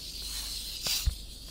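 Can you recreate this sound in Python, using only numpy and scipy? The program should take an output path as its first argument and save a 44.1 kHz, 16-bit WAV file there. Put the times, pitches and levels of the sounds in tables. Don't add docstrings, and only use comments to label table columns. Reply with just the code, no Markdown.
import sys
import numpy as np
from scipy import signal
from scipy.fft import rfft, irfft
from scipy.io import wavfile
from scipy.ndimage import uniform_filter1d

SR = 44100
rng = np.random.default_rng(int(sys.argv[2]) if len(sys.argv) > 2 else 0)


def pcm_store(signal):
    levels = np.round(np.clip(np.atleast_2d(signal), -1, 1) * 32767)
    wavfile.write(sys.argv[1], SR, levels.astype(np.int16).T)


N = 66150


def gain_of(db):
    return 10 ** (np.asarray(db) / 20)


def unit_rms(x):
    return x / np.sqrt(np.mean(abs(x) ** 2) + 1e-20)


def power_sum(*levels_db):
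    return 10 * np.log10(sum(gain_of(2 * db) for db in levels_db))


def spectrum_db(points, hz):
    point_hz, db = np.transpose(points)
    return np.interp(np.log(hz + 1), np.log(point_hz + 1), db, left=-90)


def unit_spectrum_db(points, hz):
    db = spectrum_db(points, hz)
    return db - 10 * np.log10(np.sum(gain_of(2 * db)) * 2 / 3)


def coloured_noise(gains, length):
    return unit_rms(irfft(rfft(rng.standard_normal(length)) * gains, length))


def add(mix, start_s, sound):
    part = mix[round(start_s * SR):][:len(sound)]
    part += sound[:len(part)]


def background():
    # (frequency [Hz], level [dB])
    rumble = [(12, 0), (20, -7.5), (38, 1), (60, -17.5), (76, -11), (103, -10.5), (214, -15.5),
              (270, -15), (360, -20.5), (606, -26.5), (1040, -36), (2000, -37.5), (2600, -63), (4400, -120)]
    # (multiple of the hum frequency, rms level [dB])
    partials = [(.5, -60), (1, -46), (1.5, -57)]
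    rumble_db, hum_hz, waver_db, waver_hz = -51.5, 49, 2.5, 2.1
    hz, t = np.fft.rfftfreq(N, 1 / SR), np.arange(N) / SR
    out = gain_of(rumble_db) * coloured_noise(gain_of(spectrum_db(rumble, hz)), N)
    for multiple, db in partials:
        waver = coloured_noise(np.exp(-(hz / waver_hz) ** 2), N)
        phase = 2 * np.pi * (multiple * hum_hz * t + rng.random())
        out += np.sqrt(2) * gain_of(db + waver_db * waver) * np.sin(phase)
    return out


def tire_wall():
    # (centre time [s], level [dB], frequency [Hz], duration [s])
    thumps = [(.868, -38.5, 160, 0.015), (1.059, -35.5, 70.5, .016), (1.0793, -16, 55.6, 0.026),
              (1.119, -32.5, 56, 0.0386)]
    overtone_ratio, overtone_db, fade_db = 2.5, -20.5, -29.5
    out, t = np.zeros(N), np.arange(N) / SR
    for centre, db, hz, duration in thumps:
        phase = 2 * np.pi * hz * (t - centre)
        position = np.clip((t - centre) / duration, -.5, .5)
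        overtone = gain_of(overtone_db + fade_db * position) * np.cos(overtone_ratio * phase)
        out -= gain_of(db) * (np.cos(phase) - overtone) * np.cos(np.pi * position)
    return out


def pliers():
    # (time [s], peak level [dB], frequency [Hz], 60 dB decay time [s])
    knocks = [(0.223, -41.5, 412, 0.01), (0.8682, -22, 595, 0.0085), (1.485, -45.5, 596, 0.01)]
    # (time [s], duration [s], rms level at the crest [dB])
    scuffs = [(.217, .012, -56), (.867, .007, -43), (1.058, .016, -43), (1.09, .012, -49),
              (1.48, .016, -55)]
    # (frequency [Hz], level [dB])
    rasp = [(200, -8), (500, -2), (900, -4), (1550, 0), (2100, -6), (3000, -9), (4500, -25)]
    # (time [s], level [dB], frequency [Hz])
    ticks = [(0.571, -24, 4230), (0.7674, -22.5, 4860), (0.8676, -24.5, 5350), (1.1145, -31.5, 4180)]
    lead_cycles = 0.19
    tick_t60_s, tick_rise_s = .015, 0.0011
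    out, t = np.zeros(N), np.arange(2048) / SR
    for start, db, hz, t60 in knocks:
        add(out, start, -gain_of(db - 60 * t / t60) * np.sin(2 * np.pi * (hz * t + lead_cycles)))
    rasp_gains = gain_of(spectrum_db(rasp, np.fft.rfftfreq(len(t), 1 / SR)))
    for start, duration, db in scuffs:
        envelope = gain_of(db) * np.sin(np.pi * np.minimum(t / duration, 1))
        add(out, start, envelope * coloured_noise(rasp_gains, len(t)))
    for start, db, hz in ticks:
        envelope = gain_of(db - 60 * t / tick_t60_s) * np.minimum(t / tick_rise_s, 1)
        add(out, start, envelope * np.sin(2 * np.pi * hz * t))
    return out


def gliding_bands_db(hz, t):
    # (time [s], duration [s], first centre [Hz], last centre [Hz], width [Hz], gain [dB])
    bands = [(0, 0.21, 7800, 8300, 500, -5.5), (0, 0.14, 10000, 9500, 500, -5.5),
             (0.48, 0.53, 5300, 4800, 300, 1.5), (0.53, 0.22, 12300, 9700, 900, -5),
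             (.68, 0.34, 4390, 4350, 210, -10.5), (0.52, 0.22, 4530, 4400, 190, -4),
             (.22, 0.44, 3830, 3780, 170, -4.5), (.7, 0.164, 4680, 4800, 160, 4),
             (.55, 0.19, 4270, 4050, 140, 2.5), (0.744, .12, 13000, 13700, 600, -3),
             (0.83, 0.25, 13000, 15000, 250, -4), (0.76, 0.58, 7600, 5000, 180, -4),
             (1.034, 0.027, 8500, 10000, 550, -17), (1.032, 0.071, 13800, 10000, 600, -9),
             (1.095, .14, 11100, 12300, 470, -7), (1.6, .14, 12000, 15000, 500, -8),
             (1.1, 0.063, 9800, 9800, 900, 5.5), (1.1, .08, 14600, 13500, 800, 9),
             (0.99, 0.21, 3990, 4100, 150, 4), (0, 0.2, 5300, 5450, 290, 4.5),
             (.52, .1, 5200, 5200, 300, 4), (1.2, .28, 5400, 5200, 150, -6),
             (1.12, 0.14, 6100, 6300, 500, -1), (1.32, 0.4, 3640, 3900, 200, -3.5)]
    out = 0
    for start, duration, from_hz, to_hz, width_hz, db in bands:
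        progress = np.clip((t - start) / duration, 0, 1)
        centre_hz = from_hz + (to_hz - from_hz) * progress
        swell = np.sqrt(abs(np.sin(np.pi * progress)))
        out = out + db * swell * np.exp(-((hz - centre_hz) / width_hz) ** 2)
    return out


def turbulence(field_db, size=1024):
    patch_db, streak_db, flicker_db = 1.6, 2.4, .6
    hop = size // 4
    hz, t = np.fft.rfftfreq(size, 1 / SR)[:, None], np.arange(N // hop + 5) * hop / SR
    real, imag, patches, streaks = rng.standard_normal((len(t), len(hz), 4)).T
    patches = unit_rms(uniform_filter1d(uniform_filter1d(patches, size=16, axis=0), size=14, axis=1))
    streaks = unit_rms(uniform_filter1d(uniform_filter1d(streaks, size=3, axis=0), size=12, axis=1))
    db = field_db(hz, t) + gliding_bands_db(hz, t) + patch_db * patches + streak_db * streaks
    _, noise = signal.istft((real + 1j * imag) * gain_of(db), nperseg=size, noverlap=size - hop)
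    flicker = unit_rms(uniform_filter1d(rng.standard_normal(N), size=300))
    return noise[:N] * gain_of(flicker_db * flicker)


def wash(hz):
    peak_hz = 1180
    hump = [(peak_hz / 4, -12), (peak_hz, 0), (peak_hz * 2.53, -3), (peak_hz * 4.8, -40)]
    return unit_spectrum_db(hump, hz)


def jet(colour, hz, fizz_db, treble_db):
    fizz_hz, treble_hz = 5900, 10500
    treble = 1 / (1 + (treble_hz / (hz + 1)) ** 8)
    fizz = 1 / (1 + (fizz_hz / (hz + 1)) ** 8) - treble
    return unit_spectrum_db(colour, hz) + fizz * fizz_db + treble * treble_db


def gush():
    # (time [s], level [dB], fizz gain [dB], treble gain [dB])
    course = [(.81, -49, -6, -1), (.845, -37, 0.5, 0), (0.869, -27.5, -5, -5.5), (0.898, -29, -5.5, 0.5),
              (.94, -29, -4, -.5), (.985, -31.5, -1, -1), (1.02, -35.5, -3, 1), (1.044, -40.5, 4, -1),
              (1.07, -49, -9, -5), (1.09, -54, -7, -5)]
    # (frequency [Hz], level [dB])
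    colour = [(880, -72), (1500, -20), (1700, -39), (1840, -38), (2500, -10.5), (2650, -6), (3390, -9),
              (3930, -2), (4330, 1.5), (4510, -3.5), (4780, 2), (5070, -5), (5540, -1), (6300, -8),
              (6880, -2), (7660, -6.5), (8290, -12.5), (9700, -6.5), (10400, -16.5), (11600, -12),
              (12500, -15), (13700, -21), (14100, -8), (14900, -7), (15700, -14.5)]
    times, level_db, fizz_db, treble_db = np.transpose(course)
    wash_db = -21

    def field_db(hz, t):
        hiss = jet(colour, hz, np.interp(t, times, fizz_db), np.interp(t, times, treble_db))
        return np.interp(t, times, level_db, left=-90, right=-90) + power_sum(hiss, wash(hz) + wash_db)
    return turbulence(field_db)


def leak(course, colour):
    times, level_db, *columns = np.transpose(course)
    whistle_width_hz = 560

    def field_db(hz, t):
        whistle_hz, whistle_db, wash_db, fizz_db, treble_db = (np.interp(t, times, c) for c in columns)
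        detuning = 2 * (hz - whistle_hz) / whistle_width_hz
        whistle = whistle_db - 20 * np.log10(1 + detuning ** 2)
        spectrum = power_sum(jet(colour, hz, fizz_db, treble_db), whistle, wash(hz) + wash_db)
        return np.interp(t, times, level_db, left=-90, right=-90) + spectrum
    return turbulence(field_db)


def covered_leak():
    # (time [s], level [dB], whistle frequency [Hz], whistle level [dB],
    # wash level [dB], fizz gain [dB], treble gain [dB])
    course = [(1.04, -44.5, 4840, -22, -32, 1.5, 1.5), (1.098, -49, 4820, -24, -16, 1.5, 1.5),
              (1.116, -44, 4830, -14, -23, 2.8, 2.2), (1.152, -48, 4830, -19, -26, 1.4, 2),
              (1.188, -48, 4500, -14, -30, 0.65, 1.2), (1.238, -53.5, 4680, -9, -30, 1.5, 1.5),
              (1.29, -52, 4670, -17, -32, 2, 1.5), (1.32, -47, 4700, -15, -30, 1.1, 1.2),
              (1.406, -52, 4810, -22, -25, 1, 1.1), (1.43, -49, 4740, -31, -23, 1.5, 1.5),
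              (1.452, -51, 4700, -36, -25, 1.9, 1.5), (1.5, -46.5, 4550, -15, -24, 1.8, 1.5)]
    # (frequency [Hz], level [dB])
    colour = [(1120, -60), (1900, -40), (1950, -31), (2780, -10), (2980, -11.5), (3290, -1), (3370, -8),
              (3560, 1.5), (3850, -2.5), (4640, -2), (6150, -14.5), (8530, -12), (9160, -13.5), (9920, -11),
              (10700, -20), (12400, -16.5), (13000, -28), (14600, -15), (15700, -29)]
    return leak(course, colour)


def open_leak():
    # (time [s], level [dB], whistle frequency [Hz], whistle level [dB],
    # wash level [dB], fizz gain [dB], treble gain [dB])
    course = [(0.0, -46, 4340, -20, -12.5, 0.5, -4), (0.01, -41.5, 4380, -16, -26, -2.5, -8),
              (0.1, -42.5, 4700, -12, -36, -0.5, -5), (0.112, -48.5, 4720, -10.5, -21.5, 5.5, -1),
              (0.212, -38.5, 4570, -12.5, -31, -8.5, -5), (0.22, -41.5, 4430, -17, -22, -4, -2),
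              (0.248, -40, 4200, -16, -23.5, 0, -1), (0.366, -39.5, 4170, -8.5, -13, 4, 2),
              (0.504, -42, 4270, -13.5, -15, 2.5, 1), (0.552, -38, 4250, -16.5, -27, -2.5, -2),
              (0.722, -40.5, 4160, -20, -21, -1.5, -0.5), (0.76, -40, 4700, -23, -23.5, -2, 0),
              (0.768, -39, 4740, -17, -30, 1.5, -16), (0.786, -45, 4720, -19, -21, 5.5, -6),
              (0.802, -42, 4610, -17, -49, -1, -11), (0.83, -41, 4680, -15, -41, -1, -2)]
    # (frequency [Hz], level [dB])
    colour = [(1120, -52), (1900, -37), (1970, -21.5), (2250, -24), (2610, -11.5), (3200, -6), (3750, -6),
              (4100, 1), (4400, -3), (4800, -5), (5840, -9.5), (6550, -10), (7210, -12.5), (8840, -8.5),
              (9830, -13), (10500, -14.5), (11700, -13.5), (15200, -17.5), (15700, -13.5)]
    return leak(course, colour)


def scene():
    hiss = open_leak() + gush() + covered_leak()
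    return np.tile(hiss + background() + pliers() + tire_wall(), (2, 1))


def record(dry):
    cutoff_hz = 15760
    lowpass = signal.firwin(511, cutoff_hz, window=("kaiser", 9), fs=SR)
    return signal.oaconvolve(dry, lowpass[None], "same")


dry = scene()
out = record(dry)
pcm_store(out)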